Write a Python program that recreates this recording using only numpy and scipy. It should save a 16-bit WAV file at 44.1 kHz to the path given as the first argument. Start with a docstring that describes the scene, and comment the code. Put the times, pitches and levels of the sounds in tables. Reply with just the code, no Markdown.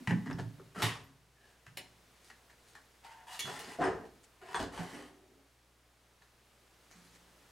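"""Plastic clacks and hollow wooden thumps: cordless power tools being shifted on a shelf, lifted off
and put down nearby in a small hard room. Each knock sets their shells chattering while their weight
swings the boards. Steel parts chink, tool bases scrape, shells tick lightly and sleeves brush by.
Faint hiss and mains hum lie underneath, and a fast limiter holds the peaks down."""
import sys
import numpy as np
from scipy import signal
from scipy.fft import rfft, irfft, next_fast_len
from scipy.io import wavfile
from scipy.ndimage import uniform_filter1d, minimum_filter1d, map_coordinates

SR = 44100
rng = np.random.default_rng(int(sys.argv[2]) if len(sys.argv) > 2 else 0)


def master(y):
    """Save y as 16-bit WAV."""
    cut = np.clip(np.atleast_2d(y).T, -1, 1)
    pcm = np.round(cut * 32767)  # scale
    wavfile.write(sys.argv[1], SR, pcm.astype(np.int16))


N = 331191
T = np.arange(int(.6 * SR)) / SR  # time axis of one hit or room tail

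# The room's decay: freq_hz, t60_s
ROOM_DECAY = [(100, 1), (350, 0.51), (2500, 0.38), (6000, 0.42), (14000, 0.17)]
# Stereo width: freq_hz, side_to_mid_db
STEREO_WIDTH = [(100, -14.5), (2500, -8.5), (6000, -9.5), (11000, -30)]
# Hits sound wetter as the work moves further away: time_s, wet_db
ROOM_SEND = [(0.4, -5.5), (0.82, 0), (2.3, -2.5), (3.39, 4), (3.8, -0.5)]
# Fader ride of the background hiss: time_s, level_db
AIR_RIDE = [(0, -61), (1.3, -70), (2.1, -65.5), (4.2, -66.5), (5.8, -70), (7.5, -64)]
# Mains hum: pitch_hz, level_db
HUM_PARTIALS = [(59.2, -74.5), (118.4, -80)]
# Weight landing on the shelf, and (first row) a low board ring already sounding as the scene begins: start_s,
# level_db, centre_hz, damping_ratio, push_vs_swing_db
LANDINGS = [(0.002,-54,242,2.7,6), (0.075,-32.5,126,1.36,0.5), (0.110,-31.5,176,1.9,1),
            (0.259,-38.5,225,0.79,-4), (0.297,-47,145,0.77,7.5), (0.338,-44,121,3.7,-3),
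            (0.394,-36,123,1.7,-5), (0.436,-39.5,112,1.73,-21), (0.764,-48.5,192,1.1,3.5),
            (0.83,-33.5,109.6,2,-6.5), (1.668,-58,132,0.38,-1), (3.442,-53,135,1,0.5),
            (3.668,-54.5,225,2.5,-1.5), (3.788,-38.5,283,1.5,-0.5), (4.583,-49.5,55.6,0.8,-3),
            (4.602,-43.5,264,1.6,0.5), (4.788,-36.5,174,2.7,-10.5), (4.928,-47.5,269,0.96,-3),
            (6.95,-64,193,0.33,-1)]
# The boards' low modes, at a damping ratio of 1: pitch_hz, level_db, t60_s
BOARD_MODES = [(51, -18, 0.54), (89.4, -13, 0.74), (112.5, -0.5, 0.53), (135, -6.5, 0.4),
               (170.6, 0.5, 0.56), (255.8, -2, 0.49), (289, -2.5, 0.73)]
# Resonances of wood and tool shells: pitch_hz, width_hz, lift_db
BODY_PEAKS = [(270, 16, 9.5), (375.6, 39, 9.5), (437.6, 73, 10.5), (730, 13.5, 5.5), (1826, 440, 5.5),
              (2940, 220, 4)]
# A tool hits wood or another tool: start_s, level_db, weight_db, hardness_db, ring_hz, chatter_t60_s
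TOOL_HITS = [ (0.073, -22.5, -22.5, -16, 2300, 0.2), (0.107, -25, -10.5, -19, 1720, 0.062),
             (0.259, -37.5, -13, -18.5, 1760, 0.14), (0.299, -33, -7, -18, 1490, 0.071),
             (0.384, -34.5, -4.5, -14.5, 1340, 0.11), (0.593, -46, -0.5, -29, 393.3, 0.043),
             (0.820, -22.5, -11, -5.5, 2020, 0.13), (0.852, -30, -14.5, -6.5, 2600, 0.2),
             (1.771, -39, -9.5, 0.5, 2340, 0.037), (3.392, -35.5, -16.5, 1, 3150, 0.087),
             (3.474, -35.5, -6, -15, 1090, 0.046), (3.592, -46.5, -18, 2.5, 2700, 0.038),
             (3.786, -30, 5, -25, 705, 0.14), (3.808, -21.5, -4.5, -22.5, 1270, 0.36),
             (4.544, -20.5, -17, -19, 1080, 0.16), (4.592, -29.5, -6.5, -13, 650, 0.18),
             (4.775, -34, -8.5, -15, 808, 0.22), ]
# Light taps, and small catches as a tool starts to slide: start_s, level_db, ring_hz
TAPS_AND_CATCHES = [(1.663, -45, 1520), (2.299, -44.5, 1830), (2.497, -51, 1810), (2.75, -44, 1820),
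                    (3.044, -44.5, 895), (3.113, -48, 1800), (4.052, -50, 980), (6.215, -53, 1210)]
# Small steel parts, jolted, and (1.771 s) a high mode of a tool's housing: start_s, level_db, ring_hz, width_hz
STEEL_HITS = [ (0.329, -53, 5120, 2200), (1.041, -66, 12040, 2500), (1.771, -50.5, 4200, 900),
              (3.393, -44, 3397, 40), (3.395, -42.5, 6500, 4000), (3.84, -50, 8820, 1800),
              (3.841, -52, 5250, 1100), (4.547, -45, 3370, 550), (4.556, -45, 8570, 2300), ]
# Scrapes, and (last row) a faint low ring of the boards dying away; rumble and hiss add to the level:
# start_s, length_s, level_db, swell_db, rumble_db, hiss_db, from_hz, to_hz, note_lift_db
SCRAPES_AND_RING = [ (0.742, 0.093, -44, 10.5, -3.5, -9.5, 1530, 1100, 11.5),
                    (1.35, 0.16, -70, 5.5, -4, -5.5, 1780, 1630, 19),
                    (3.027, 0.23, -57.5, -6.5, -31, -12.5, 897, 900, 18),
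                    (3.263, 0.086, -51.5, 5.5, -22, -2.5, 950, 970, 9),
                    (3.427, 0.33, -51, -5, -3.5, -3, 1390, 680, 3.5),
                    (4.406, 0.12, -53.5, 9, -4.5, -11.5, 376, 974, 12),
                    (4.712, .30, -52.5, -1.5, 0, -4.5, 764, 620, 4.5),
                    (5.081, 0.32, -86.5, 0, 19, -12, 378, 270, 12.5), ]
# Fingers and sleeves passing: centre_s, level_db, half_length_s
SLEEVE_PASSES = [(2.274,-64,0.059), (2.715,-64,0.043), (4.245,-61,0.009), (7.03,-64,0.11),
                 (7.161,-58.5,0.013)]

# EQ curves, one for each layer: freq_hz, gain_db
AIR_EQ = [(25, 0.5), (400, 2.5), (1500, -1.5), (4000, -6.5), (10500, -12), (15500, -18.5)]  # soft background hiss
KNOCK_EQ = [(25, -41), (55, -9), (190, -7.5), (420, -4), (720, -2.5), (1100, -22.5), (2500, -84)]  # low wooden body
CLACK_EQ = [(300, -26), (600, -15.5), (820, 4.5), (1300, -4), (1750, -1), (2500, -13), (4800, -45)]  # midrange of a plastic shell
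CLICK_EQ = [(1000, -55), (2100, -8.5), (2850, 2.5), (4200, 1.5), (9000, -7), (11500, -18), (16000, -46)]  # bright edge of a hit
SIZZLE_EQ = [(5000, -107), (9700, 20), (13000, 6), (16000, 4)]  # very top of a hard hit
STEEL_EQ = [(1000, -26), (3000, -5), (16000, -1)]  # thin, bright metal
SCRAPE_EQ = [(300, -28), (750, -0.5), (1350, -3.5), (1900, -3.5), (4500, -21), (9000, -79)]  # plastic dragged on wood
SCRAPE_HISS_EQ = [(1200, -18), (3000, 8), (6000, 1), (8500, 2.5), (11500, -4), (16000, -16)]  # treble of that friction
BRUSH_EQ = [(300, -12.5), (1300, -8), (4500, -5), (9500, -8), (15000, -23)]  # skin and cloth


def amp(db):
    """Decibels to gain."""
    return 10 ** (np.asarray(db) / 20)


def level_hit(x, window=350):
    """Scale a hit so that the loudest few milliseconds of its mid channel have rms 1."""
    return x / np.sqrt(uniform_filter1d(x[0] ** 2, window).max() + 1e-20)


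def decay(t60):
    """An envelope that falls 60 dB in t60 seconds."""
    return np.exp(-np.log(1000) * T / max(t60, 1e-3))


def curve_at(points, hz):
    """Read a curve on a log frequency axis."""
    freqs, values = np.transpose(points)
    return np.interp(np.log(hz + 1), np.log(freqs), values)


def place(track, start_s, sound):
    """Mix a sound into a track."""
    part = track[:, max(round(start_s * SR), 0):][:, :sound.shape[1]]
    part += sound[:, :part.shape[1]]


def equalise(x, curve, peaks=()):
    """Shape a mid/side pair with an EQ curve and resonant peaks, and narrow its image."""
    size = 2 * next_fast_len(x.shape[1] // 2 + 2048)
    hz = np.fft.rfftfreq(size, 1 / SR)
    peaks_db = sum(lift / (1 + (2 * (hz - centre) / width) ** 2) for centre, width, lift in peaks)
    cepstrum = irfft(np.log(amp(curve_at(curve, hz) + peaks_db)))[:size // 2]
    cepstrum[1:] *= 2  # minimum phase: no ringing ahead of the hit
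    response = np.exp(rfft(cepstrum, size))
    image = np.array([np.ones_like(hz), amp(curve_at(STEREO_WIDTH, hz))])
    return irfft(rfft(x, size) * response * image)[:, :x.shape[1]]


def in_room(x, wet_db, build_s=0.0047):
    """Mono to mid/side: the direct sound, then a diffuse tail that loses its treble first."""
    hz, t, noise = signal.stft(rng.standard_normal((2, len(T))), SR, nperseg=256)
    dying = noise * np.exp(-np.log(1000) * t / curve_at(ROOM_DECAY, hz)[:, None])
    tail = signal.istft(dying, SR, nperseg=256)[1][:, :len(T)]
    tail *= (1 - np.exp(-T / build_s)) * (1 + 2 * decay(0.13))  # the shelf's walls answer first
    response = amp(wet_db) * tail / np.linalg.norm(tail[0])
    response[:, 0] += [1, .2]  # direct sound, a little to the left
    return signal.fftconvolve(x[None], response, axes=1)[:, :len(x)]


def flutter(count, rate_hz, rough_db):
    """A gain that wanders between random levels."""
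    knots = rng.standard_normal(int(count * rate_hz / SR) + 4)
    return amp(rough_db * map_coordinates(knots, [np.arange(count) * rate_hz / SR], order=1))


def grit(count, rate_hz, rough_db):
    """Clumpy noise at rms 1, as surfaces catch and let go."""
    noise = rng.standard_normal(count) * flutter(count, rate_hz, rough_db)
    return noise / np.sqrt(np.mean(noise ** 2) + 1e-20)


def hiss_and_hum():
    """The bed: soft hiss that drifts in level over a steady mains hum."""
    t = np.arange(N) / SR
    air = equalise(rng.standard_normal((2, N)), AIR_EQ)
    ride = amp(np.interp(t, *np.transpose(AIR_RIDE)))
    hum = sum(amp(db) * np.sqrt(2) * np.sin(2 * np.pi * (hz * t + rng.random()))
              for hz, db in HUM_PARTIALS)
    return ride * air / air[0].std() + np.outer([1, 0], hum)


def board_thumps(mode_db_per_octave=21, push_db_per_octave=22, rise_s=0.0063, pan_right=0.21):
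    """Where a tool lands sets the pitch of a dull push and which board modes swing most."""
    out = np.zeros((2, N))
    for start_s, level_db, centre_hz, damping, push_db in LANDINGS:
        swing = np.zeros(len(T))
        for hz, mode_db, t60 in BOARD_MODES:
            gain = amp(mode_db - mode_db_per_octave * abs(np.log2(hz / centre_hz)))
            detuned_hz = hz * rng.normal(1, 0.0177)
            swing += gain * decay(t60 / damping) * np.sin(2 * np.pi * detuned_hz * T)
        attack = (1 - np.exp(-T / rise_s)) ** 2
        ring = level_hit(np.outer([1, -pan_right], attack * swing))
        push_eq = [(centre_hz * 2 ** k, -push_db_per_octave * abs(k)) for k in np.linspace(-2, 2, 9)]
        push_eq.append((16 * centre_hz, -100))
        burst = in_room(decay(0.037) * rng.standard_normal(len(T)), wet_db=1.5)
        push = level_hit(equalise(burst, push_eq))
        place(out, start_s, amp(level_db) * (ring + amp(push_db) * push))
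    return out


def jolt(start_s, chatter_s, crack_db, rise_s=0):
    """The crack of first contact, then loose parts chattering, wetter with distance."""
    crack = amp(crack_db) * decay(0.012) * rng.standard_normal(len(T))
    chatter = decay(chatter_s) * grit(len(T), rate_hz=600, rough_db=5.5)
    attack = 1 - np.exp(-T / max(rise_s, 1 / SR))
    return in_room(attack * (crack + chatter), wet_db=np.interp(start_s, *np.transpose(ROOM_SEND)))


def shell_clack(strike, weight_db, hardness_db, ring_hz):
    """A jolt rings board and shell: weight feeds the knock, hardness the click and sizzle."""
    peaks = list(BODY_PEAKS) + [(ring_hz, 0.37 * ring_hz, 6)]  # the struck part's own damped ring
    shift = (ring_hz / 1390) ** 0.23  # smaller parts ring higher and pull the whole clack up
    layers = [(KNOCK_EQ, weight_db - 4),
              (np.multiply(CLACK_EQ, [shift, 1]), -10),
              (CLICK_EQ, hardness_db - 5),
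              (SIZZLE_EQ, 1.67 * hardness_db - 10)]  # harder is shorter, so the top grows fastest
    return sum(amp(db) * level_hit(equalise(strike, curve, peaks)) for curve, db in layers)


def tool_hits(heavy_rise_s=0.0047, heavy_db=-7.5):
    """Tools knock wood or each other: heavy hits take a moment to press home, light ones snap."""
    out = np.zeros((2, N))
    for start_s, level_db, weight_db, hardness_db, ring_hz, chatter_s in TOOL_HITS:
        rise_s = heavy_rise_s * min(amp(weight_db - heavy_db) ** 2, 1)
        strike = jolt(start_s, chatter_s, crack_db=7, rise_s=rise_s)
        place(out, start_s, amp(level_db) * shell_clack(strike, weight_db, hardness_db, ring_hz))
    return out


def steel_chinks(ring_lift_db=40):
    """A small steel part, or a tool's housing, answers a jolt with one high ring; the narrower, the longer it
    lasts."""
    out = np.zeros((2, N))
    for start_s, level_db, ring_hz, width_hz in STEEL_HITS:
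        strike = jolt(start_s, chatter_s=0.026, crack_db=-7)
        ring = equalise(strike, STEEL_EQ, [(ring_hz, width_hz, ring_lift_db)])
        place(out, start_s, amp(level_db) * level_hit(ring))
    return out


def scrapes_and_board_ring(attack_share=0.091, release_s=0.066, note_width_share=0.13):
    """Plastic catches on wood grain with a shifting note; last, a faint low board ring dies away."""
    out = np.zeros((2, N))
    for start_s, length_s, level_db, swell_db, *tone in SCRAPES_AND_RING:
        rumble_db, hiss_db, from_hz, to_hz, lift_db = tone
        t = np.arange(0, length_s + 5 * release_s, 1 / SR)
        progress = np.minimum(t / length_s, 1)
        attack = np.minimum(t / (attack_share * length_s), 1)
        release = np.exp(-np.maximum(t - length_s, 0) / release_s)
        pressure_db = swell_db * (progress - .5)
        grain = grit(len(t), rate_hz=700, rough_db=5) * flutter(len(t), rate_hz=79.7, rough_db=1)
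        drive = in_room(grain, wet_db=1)
        layers = [(SCRAPE_EQ, pressure_db),
                  (KNOCK_EQ, rumble_db + pressure_db),
                  (SCRAPE_HISS_EQ, hiss_db + 1.7 * pressure_db)]  # pressing harder brightens a scrape
        for curve, db in layers:
            band = np.zeros_like(drive)
            for point in (0, .5, 1):  # crossfade the note through three pitches
                blend = np.maximum(1 - 2 * abs(progress - point), 0)
                note_hz = from_hz + point * (to_hz - from_hz)
                peaks = list(BODY_PEAKS) + [(note_hz, note_width_share * note_hz, lift_db)]
                band += blend * equalise(drive, curve, peaks)
            place(out, start_s, attack * release * amp(level_db + db) * band / band[0].std())
    return out


def taps_and_catches():
    """Light taps on a shell, and small catches as a tool starts to slide, all with one soft touch."""
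    out = np.zeros((2, N))
    for start_s, level_db, ring_hz in TAPS_AND_CATCHES:
        touch = jolt(start_s, chatter_s=0.034, crack_db=-2, rise_s=0.0054)
        tick = shell_clack(touch, weight_db=-19, hardness_db=-12, ring_hz=ring_hz)
        place(out, start_s, amp(level_db) * tick)
    return out


def sleeve_brushes():
    """Sleeves and fingers graze wood and shells, swelling and fading with no attack."""
    t = np.arange(N) / SR
    swells = sum(amp(db) / (1 + ((t - at_s) / half_s) ** 2) for at_s, db, half_s in SLEEVE_PASSES)
    friction = in_room(grit(N, rate_hz=890, rough_db=12), wet_db=3.5)
    rub = equalise(friction, BRUSH_EQ, BODY_PEAKS)
    return swells * rub / rub[0].std()


def scene():
    """Mix every layer in mid/side, then decode to left and right."""
    mid, side = (hiss_and_hum() + board_thumps() + tool_hits() + steel_chinks()
                 + scrapes_and_board_ring() + taps_and_catches() + sleeve_brushes())
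    return np.array([mid + side, mid - side])


def record(dry, ceiling_db=-20, top_hz=15850):
    """Master chain: a fast limiter, then a brick-wall low-pass."""
    needed_gain = np.minimum(1, amp(ceiling_db) / (np.abs(dry).max(axis=0) + 1e-9))
    gain = uniform_filter1d(minimum_filter1d(needed_gain, size=200), size=200)
    size = next_fast_len(N + SR)
    passband = np.fft.rfftfreq(size, 1 / SR) < top_hz
    return irfft(rfft(dry * gain, size) * passband, size)[:, :N]


dry = scene()
out = record(dry)
master(out)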